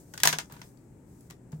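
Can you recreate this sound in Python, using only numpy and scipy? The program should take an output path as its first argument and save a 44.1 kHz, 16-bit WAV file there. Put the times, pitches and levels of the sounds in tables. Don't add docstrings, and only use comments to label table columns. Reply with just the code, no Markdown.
import sys
import numpy as np
from scipy import signal
from scipy.fft import rfft, irfft
from scipy.io import wavfile

SR = 44100
rng = np.random.default_rng(int(sys.argv[2]) if len(sys.argv) > 2 else 0)


def inscribe(sig):
    pcm = np.round(np.clip(np.atleast_2d(sig).T, -1, 1) * 32767)
    wavfile.write(sys.argv[1], SR, pcm.astype(np.int16))


N = 70560
TIME = np.arange(N) / SR

# (time [s], level [dB], extra body [dB], extra treble [dB], burst decay [s],
# own pitch [Hz], its peak [dB], second pitch [Hz], its peak [dB], left minus right [dB])
LANDINGS = [(0.1376, -35, -5, -1.5, 0.0043, 1487, 20, 6260, 3, 1.5),
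            (0.1407, -40.5, 10, -7, 0.0042, 567, 14, 800, 6, 0.5),
            (0.1767, -25.5, -14.5, -8, .0034, 1540, 10, 5270, 5, 0.5),
            (0.2009, -28, -15, -4, 0.0052, 3330, 8.5, 1900, 11, 2.5),
            (0.234, -6.5, -16.5, 2, 0.0019, 1620, 14, 3870, 1.5, 2.5),
            (0.2371, -10.5, -6.5, -23, 0.0054, 1620, -16, 1230, 7, -2),
            (0.2524, -19, 8.5, -8, .0018, 1007, 5, 757, 3, -5),
            (0.2541, -10.5, 1.5, -2, 0.0029, 989, 10.5, 5317, 3, 0),
            (0.2581, -19, 3, 2, 0.0013, 962, 6.5, 1450, 6, -2),
            (0.2736, -2.5, -18.5, -6, .0016, 6200, 6, 1762, 7, -0.5),
            (0.2805, -22.5, 0, 10, .003, 1716, 11.5, 4180, 6, -1.5),
            (0.2891, -26.5, 3.5, 2, .005, 2072, 13.5, 1063, 5, -8),
            (0.3272, -12, -11.5, -14, 0.0051, 1530, 9.5, 3150, 2.5, 4.5),
            (0.3316, -28.5, -6, -14, 0.0071, 1625, 14, 2100, 14, -14),
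            (0.3345, -24.5, 10.5, -24, 0.0043, 748, 4.5, 910, 3.5, -7),
            (0.3422, -44, 5, -24, 0.0045, 1690, 13, 1240, 14, -1),
            (0.3857, -14.5, -8.5, -12, 0.0044, 7260, 6.5, 1440, 6, 0.5),
            (0.498, -46.5, 11, -16, .006, 1400, 7, 940, 9, 1),
            (0.5088, -45.5, 9, -11, 0.014, 1250, 19, 1570, 11, -3),
            (0.522, -43, 6, 6, 0.0061, 14100, 13, 5500, -5, 1),
            (0.5365, -38, 3, -30, 0.016, 969, 4, 3800, 2, -1),
            (0.5651, -40.5, 3.5, -20, .008, 1550, 9, 1010, 5, -1),
            (0.593, -49, 5, -13, .006, 1480, 13, 2100, 10, 0),
            (0.616, -31, -3, -18, 0.0032, 1950, 5, 5600, 6, 0),
            (0.773, -60, -5, -1.5, .002, 4640, 12, 7500, 6.5, 6),
            (1.208, -64, -12, 14.5, .0026, 10290, 18, 7800, 8.5, 0.5),
            (1.3004, -48.5, -2.5, 5.5, 0.0032, 1940, 13, 600, 9.5, 7),
            (1.3026, -45.5, 1.5, 1.5, .005, 1896, 12.5, 1150, 9, -5),
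            (1.3078, -38, -3, -5, .004, 1170, 10, 2005, 6, 4),
            (1.519, -56, 1.5, 12, 0.0055, 7000, 10, 4800, 4.5, 1.5),
            (1.526, -56, 31, -6.5, 0.0033, 1640, 10, 680, 10.5, 1.5),
            (1.530, -53, 25, -13.5, .005, 363, 12.5, 525, 11, 7)]
# (frequency [Hz], correlation [-1..1])
LIKENESS_BY_HZ = [(50, 0.99), (160, 0.94), (380, 0.81), (950, 0.44), (1600, 0.23), (2400, 0.028),
                  (6000, 0.31)]
# (frequency [Hz], left minus right [dB])
TUB_LEAN = [(100, -3), (450, 5.5), (770, 6.5), (1200, 2), (2700, -1), (4200, 1), (6400, 4.5), (9800, -2),
            (15000, 3)]


def from_db(db):
    return 10 ** (np.asarray(db) / 20)


def rms_one(x):
    return x / np.sqrt(np.mean(x ** 2) + 1e-20)


def at_hz(points, hz):
    f, value = np.transpose(points)
    return np.interp(np.log(np.maximum(hz, 1)), np.log(f), value)


def freqs(size):
    return np.arange(size // 2 + 1) * SR / size


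def causal(db):
    cepstrum = irfft(np.log(from_db(db)))
    half = len(cepstrum) // 2
    cepstrum[1:half] *= 2
    cepstrum[half + 1:] = 0
    return np.exp(rfft(cepstrum))


def stereo(pair, likeness):
    c = np.clip(likeness, -1, 1)
    mid = np.sqrt((1 + c) / 2) * pair[0]
    side = np.sqrt((1 - c) / 2) * pair[1]
    return np.array([mid + side, mid - side])


def panned(db):
    return from_db(np.array([[.5], [-.5]]) * db)


def ring(x, hz, t60_s):
    radius = np.exp(-np.log(1000) / (t60_s * SR))
    w = 2 * np.pi * hz / SR
    return signal.lfilter([0, np.sin(w)], [1, -2 * radius * np.cos(w), radius ** 2], x + 1e-18)


def resonance(hz, centre_hz):
    width_octaves = 0.091
    return 1 / (1 + (np.log2((hz + 1) / centre_hz) / width_octaves) ** 2)


def add(out, start_s, sound):
    i = max(int(start_s * SR), 0)
    out[..., i:i + sound.shape[-1]] += sound[..., :max(N - i, 0)]


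def background():
    # (frequency [Hz], relative density [dB per Hz])
    rumble_colour = [(20, -25), (50, -4), (90, -6.5), (140, -0.5), (200, -4), (300, -5.5), (450, -13.5),
                     (720, -23), (880, -21), (1050, -29.5), (1400, -30), (2200, -34.5), (3300, -47),
                     (5500, -46.5), (7800, -36), (10500, -48), (16000, -51)]
    # (frequency [Hz], left minus right [dB])
    rumble_lean = [(60, 2), (180, 1), (550, 6), (1650, 5), (5000, 9), (15000, 14)]
    # (frequency [Hz], rms level [dB])
    hum_tones = [(123.8, -61), (180, -67)]
    rumble_db = -53.5
    hz = freqs(N)
    spectrum = stereo(rfft(rng.standard_normal((2, N))), at_hz(LIKENESS_BY_HZ, hz))
    noise = irfft(spectrum * from_db(at_hz(rumble_colour, hz)) * panned(at_hz(rumble_lean, hz)))
    hum = 0
    for tone_hz, db in hum_tones:
        hum = hum + from_db(db) * np.sqrt(2) * np.sin(2 * np.pi * (tone_hz * TIME + rng.random()))
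    return from_db(rumble_db) * rms_one(noise) + hum


def handling():
    # (time [s], level [dB])
    handling_level = [(0, -65.5), (.8, -72), (.89, -56.5), (1.0, -62.5), (1.11, -54.5), (1.18, -70),
                      (1.6, -63)]
    centre_hz = 93.3
    edges_hz = [centre_hz / np.sqrt(2), centre_hz * np.sqrt(2)]
    band = signal.butter(2, edges_hz, "band", fs=SR, output="sos")
    rumble = rms_one(signal.sosfilt(band, rng.standard_normal(N)))
    return rumble * from_db(np.interp(TIME, *np.transpose(handling_level)))


def roots():
    # (time [s], level [dB])
    rubbing_level = [(0, -56.5), (.05, -66.5), (.2, -57.5), (.47, -68.5), (.52, -64.5), (.67, -59.5),
                     (.74, -70.5), (.95, -78), (1.05, -78.5), (1.1, -68), (1.27, -66.5), (1.42, -95.5),
                     (1.55, -67.5), (1.6, -73.5)]
    # (frequency [Hz], relative density [dB per Hz])
    rustle_colour = [(500, 8), (1500, -13), (3200, -8), (5000, 0.5), (7800, 6.5), (10000, 2.5),
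                     (12500, 0.5), (16000, 2)]
    grains_per_s, grain_spread_db, grain_share = 500, 1, 0.18
    sizes = from_db(grain_spread_db * np.minimum(rng.exponential(1, N), 2))
    present = rng.random(N) < grains_per_s / SR
    grains = (rng.random((2, N)) - .5) * sizes * present
    hiss = rng.standard_normal((2, N))
    rub = grain_share * rms_one(grains) + (1 - grain_share) * hiss
    rustle = rms_one(irfft(rfft(rub) * causal(at_hz(rustle_colour, freqs(N)))))
    return rustle * from_db(np.interp(TIME, *np.transpose(rubbing_level)))


def room(x, band_count=12):
    # (frequency [Hz], level [dB])
    room_level = [(100, 0.5), (500, -3), (1500, -11), (4000, -5), (7000, -11), (11000, -12), (16000, -8.5)]
    # (frequency [Hz], t60 [s])
    room_decay = [(150, 0.31), (1000, 0.14), (4000, 0.09), (8000, 0.2), (16000, 0.13)]
    delay_s, build_s = 0.0078, 0.0013
    edges_hz = np.geomspace(80, 18000, band_count + 1)
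    white = rng.standard_normal((2, 2, N))
    build = 1 - np.exp(-np.maximum(TIME - delay_s, 0) / build_s)
    tail = 0
    for k, (low, high) in enumerate(zip(edges_hz, edges_hz[1:])):
        hz = np.sqrt(low * high)
        noise = stereo(white[k % 2], at_hz(LIKENESS_BY_HZ, hz))
        band = signal.sosfilt(signal.butter(2, [low, high], "band", fs=SR, output="sos"), noise)
        band = band * build * np.exp(-np.log(1000) * TIME / at_hz(room_decay, hz))
        width_gain = np.sqrt(2 * (high - low) / SR / N)
        tail = tail + from_db(at_hz(room_level, hz)) * rms_one(band) * width_gain
    return signal.fftconvolve(x, tail, axes=-1)[:, :N]


def bottom():
    # (time [s], push level [dB])
    thumps = [(0.2356, -41), (0.256, -36), (0.282, -37.5), (0.33, -32), (0.5249, -41), (1.3015, -46),
              (1.5308, -29)]
    # (frequency [Hz], gain [dB], t60 [s])
    bottom_modes = [(154.5, 0.5, 0.24), (208.3, -11.5, .15), (366, -13, .1)]
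    push_s, low_cut_hz = 0.003, 85
    push = np.hanning(int(push_s * SR) + 3)
    pushes = np.zeros(N)
    for start_s, db in thumps:
        add(pushes, start_s, -from_db(db) * push / push.sum())
    drum = sum(from_db(db) * ring(pushes, hz, t60_s) for hz, db, t60_s in bottom_modes)
    return signal.sosfilt(signal.butter(2, low_cut_hz, "high", fs=SR, output="sos"), drum)


def walls():
    # (frequency [Hz], gain [dB])
    wall_modes = [(953, -35.5), (1011, -35.5), (1221, -34), (1415, -35), (1640, -36), (1743, -36),
                  (2067, -34.5), (2400, -35.5), (3285, -37.5), (3490, -35), (5030, -35), (5560, -35),
                  (6175, -35.5)]
    t60_s = 0.18
    start_s, db = np.transpose(LANDINGS)[:2]
    out = 0
    for hz, mode_db in wall_modes:
        strikes = np.zeros((2, N))
        for channel in strikes:
            jitter_s = rng.random(len(start_s)) / hz
            channel[((start_s + jitter_s) * SR).astype(int)] = from_db(db + mode_db)
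        strikes = stereo(strikes, at_hz(LIKENESS_BY_HZ, hz))
        out = out + ring(strikes, hz, t60_s) * panned(at_hz(TUB_LEAN, hz))
    return out


def grit(size, count=7):
    level_db, delay_s, fade_db_per_s = -15.5, 0.018, 230
    low_hz, high_hz, cycles_to_60db = 1100, 6600, 10
    out, t = np.zeros((2, size)), np.arange(size) / SR
    delays, pitches = rng.gamma(2, 1, count), rng.random(count)
    phases = rng.random((count, 2, 1))
    for delay, pitch, phase in zip(delays, pitches, phases):
        late_s = min(delay_s * delay, t[-1] / 2)
        hz = low_hz * (high_hz / low_hz) ** pitch
        grain = np.sin(2 * np.pi * (hz * t + phase)) * np.exp(-np.log(1000) * t * hz / cycles_to_60db)
        gain = from_db(level_db - fade_db_per_s * late_s) * np.sqrt(2 * hz / SR / size)
        i = int(late_s * SR)
        out[:, i:] += gain * rms_one(grain)[:, :size - i]
    return out


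def clatter(decay_s, size, passes=3):
    rise_s = 0.0001
    t = np.arange(size) / SR
    envelope = (1 - np.exp(-t / rise_s)) * np.exp(-t / decay_s)
    noise = rfft(rng.standard_normal((2, size)))
    burst = irfft(stereo(noise, at_hz(LIKENESS_BY_HZ, freqs(size)))) * envelope
    for _ in range(passes):
        spectrum = rfft(burst)
        burst = irfft(spectrum / np.sqrt(np.abs(spectrum) + 1e-12)) * (t < 10 * decay_s)
    return rms_one(burst) / np.sqrt(size)


def drops(size=8192):
    # (frequency [Hz], relative density [dB per Hz])
    crack_colour = [(60, -24), (200, -7), (400, -4), (620, -1), (970, 5), (1250, -0.5), (1700, 3.5),
                    (2200, 1), (4000, 0), (6000, 1.5), (8500, 1), (10000, -3), (12500, -1.5), (13800, -8),
                    (15500, -6)]
    crack_db, right_lag_s = 18.5, 0.00005
    body_low_hz, body_high_hz, treble_hz = 180, 1130, 6800
    out, hz = np.zeros((2, N)), freqs(size)
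    body = hz ** 2 / (hz ** 2 + body_low_hz ** 2) / (1 + (hz / body_high_hz) ** 2)
    treble = hz ** 2 / (hz ** 2 + treble_hz ** 2)
    lag = np.exp(-2j * np.pi * hz * np.array([[0], [right_lag_s]]))
    for landing in LANDINGS:
        start_s, db, body_db, treble_db, decay_s, own_hz, own_db, second_hz, second_db, pan_db = landing
        pitches_db = own_db * resonance(hz, own_hz) + second_db * resonance(hz, second_hz)
        weight_db = body_db * body + treble_db * treble
        colour = causal(crack_db + db + at_hz(crack_colour, hz) + weight_db + pitches_db)
        contact = clatter(decay_s, size) + grit(size)
        sound = irfft(rfft(contact) * colour * lag * panned(pan_db + at_hz(TUB_LEAN, hz)))
        add(out, start_s, sound[:, :size * 3 // 4])
    return out


def scene(roots_pan_db=3):
    cracks = drops()
    hands = handling() + roots() * panned(roots_pan_db)
    tub = bottom() + walls()
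    return background() + hands + tub + room(cracks) + cracks


def record(dry):
    cutoff_hz = 15900
    rounded = np.tanh(dry / 1.1) * 1.1
    return signal.sosfilt(signal.ellip(10, .2, 70, cutoff_hz, fs=SR, output="sos"), rounded)


dry = scene()
out = record(dry)
inscribe(out)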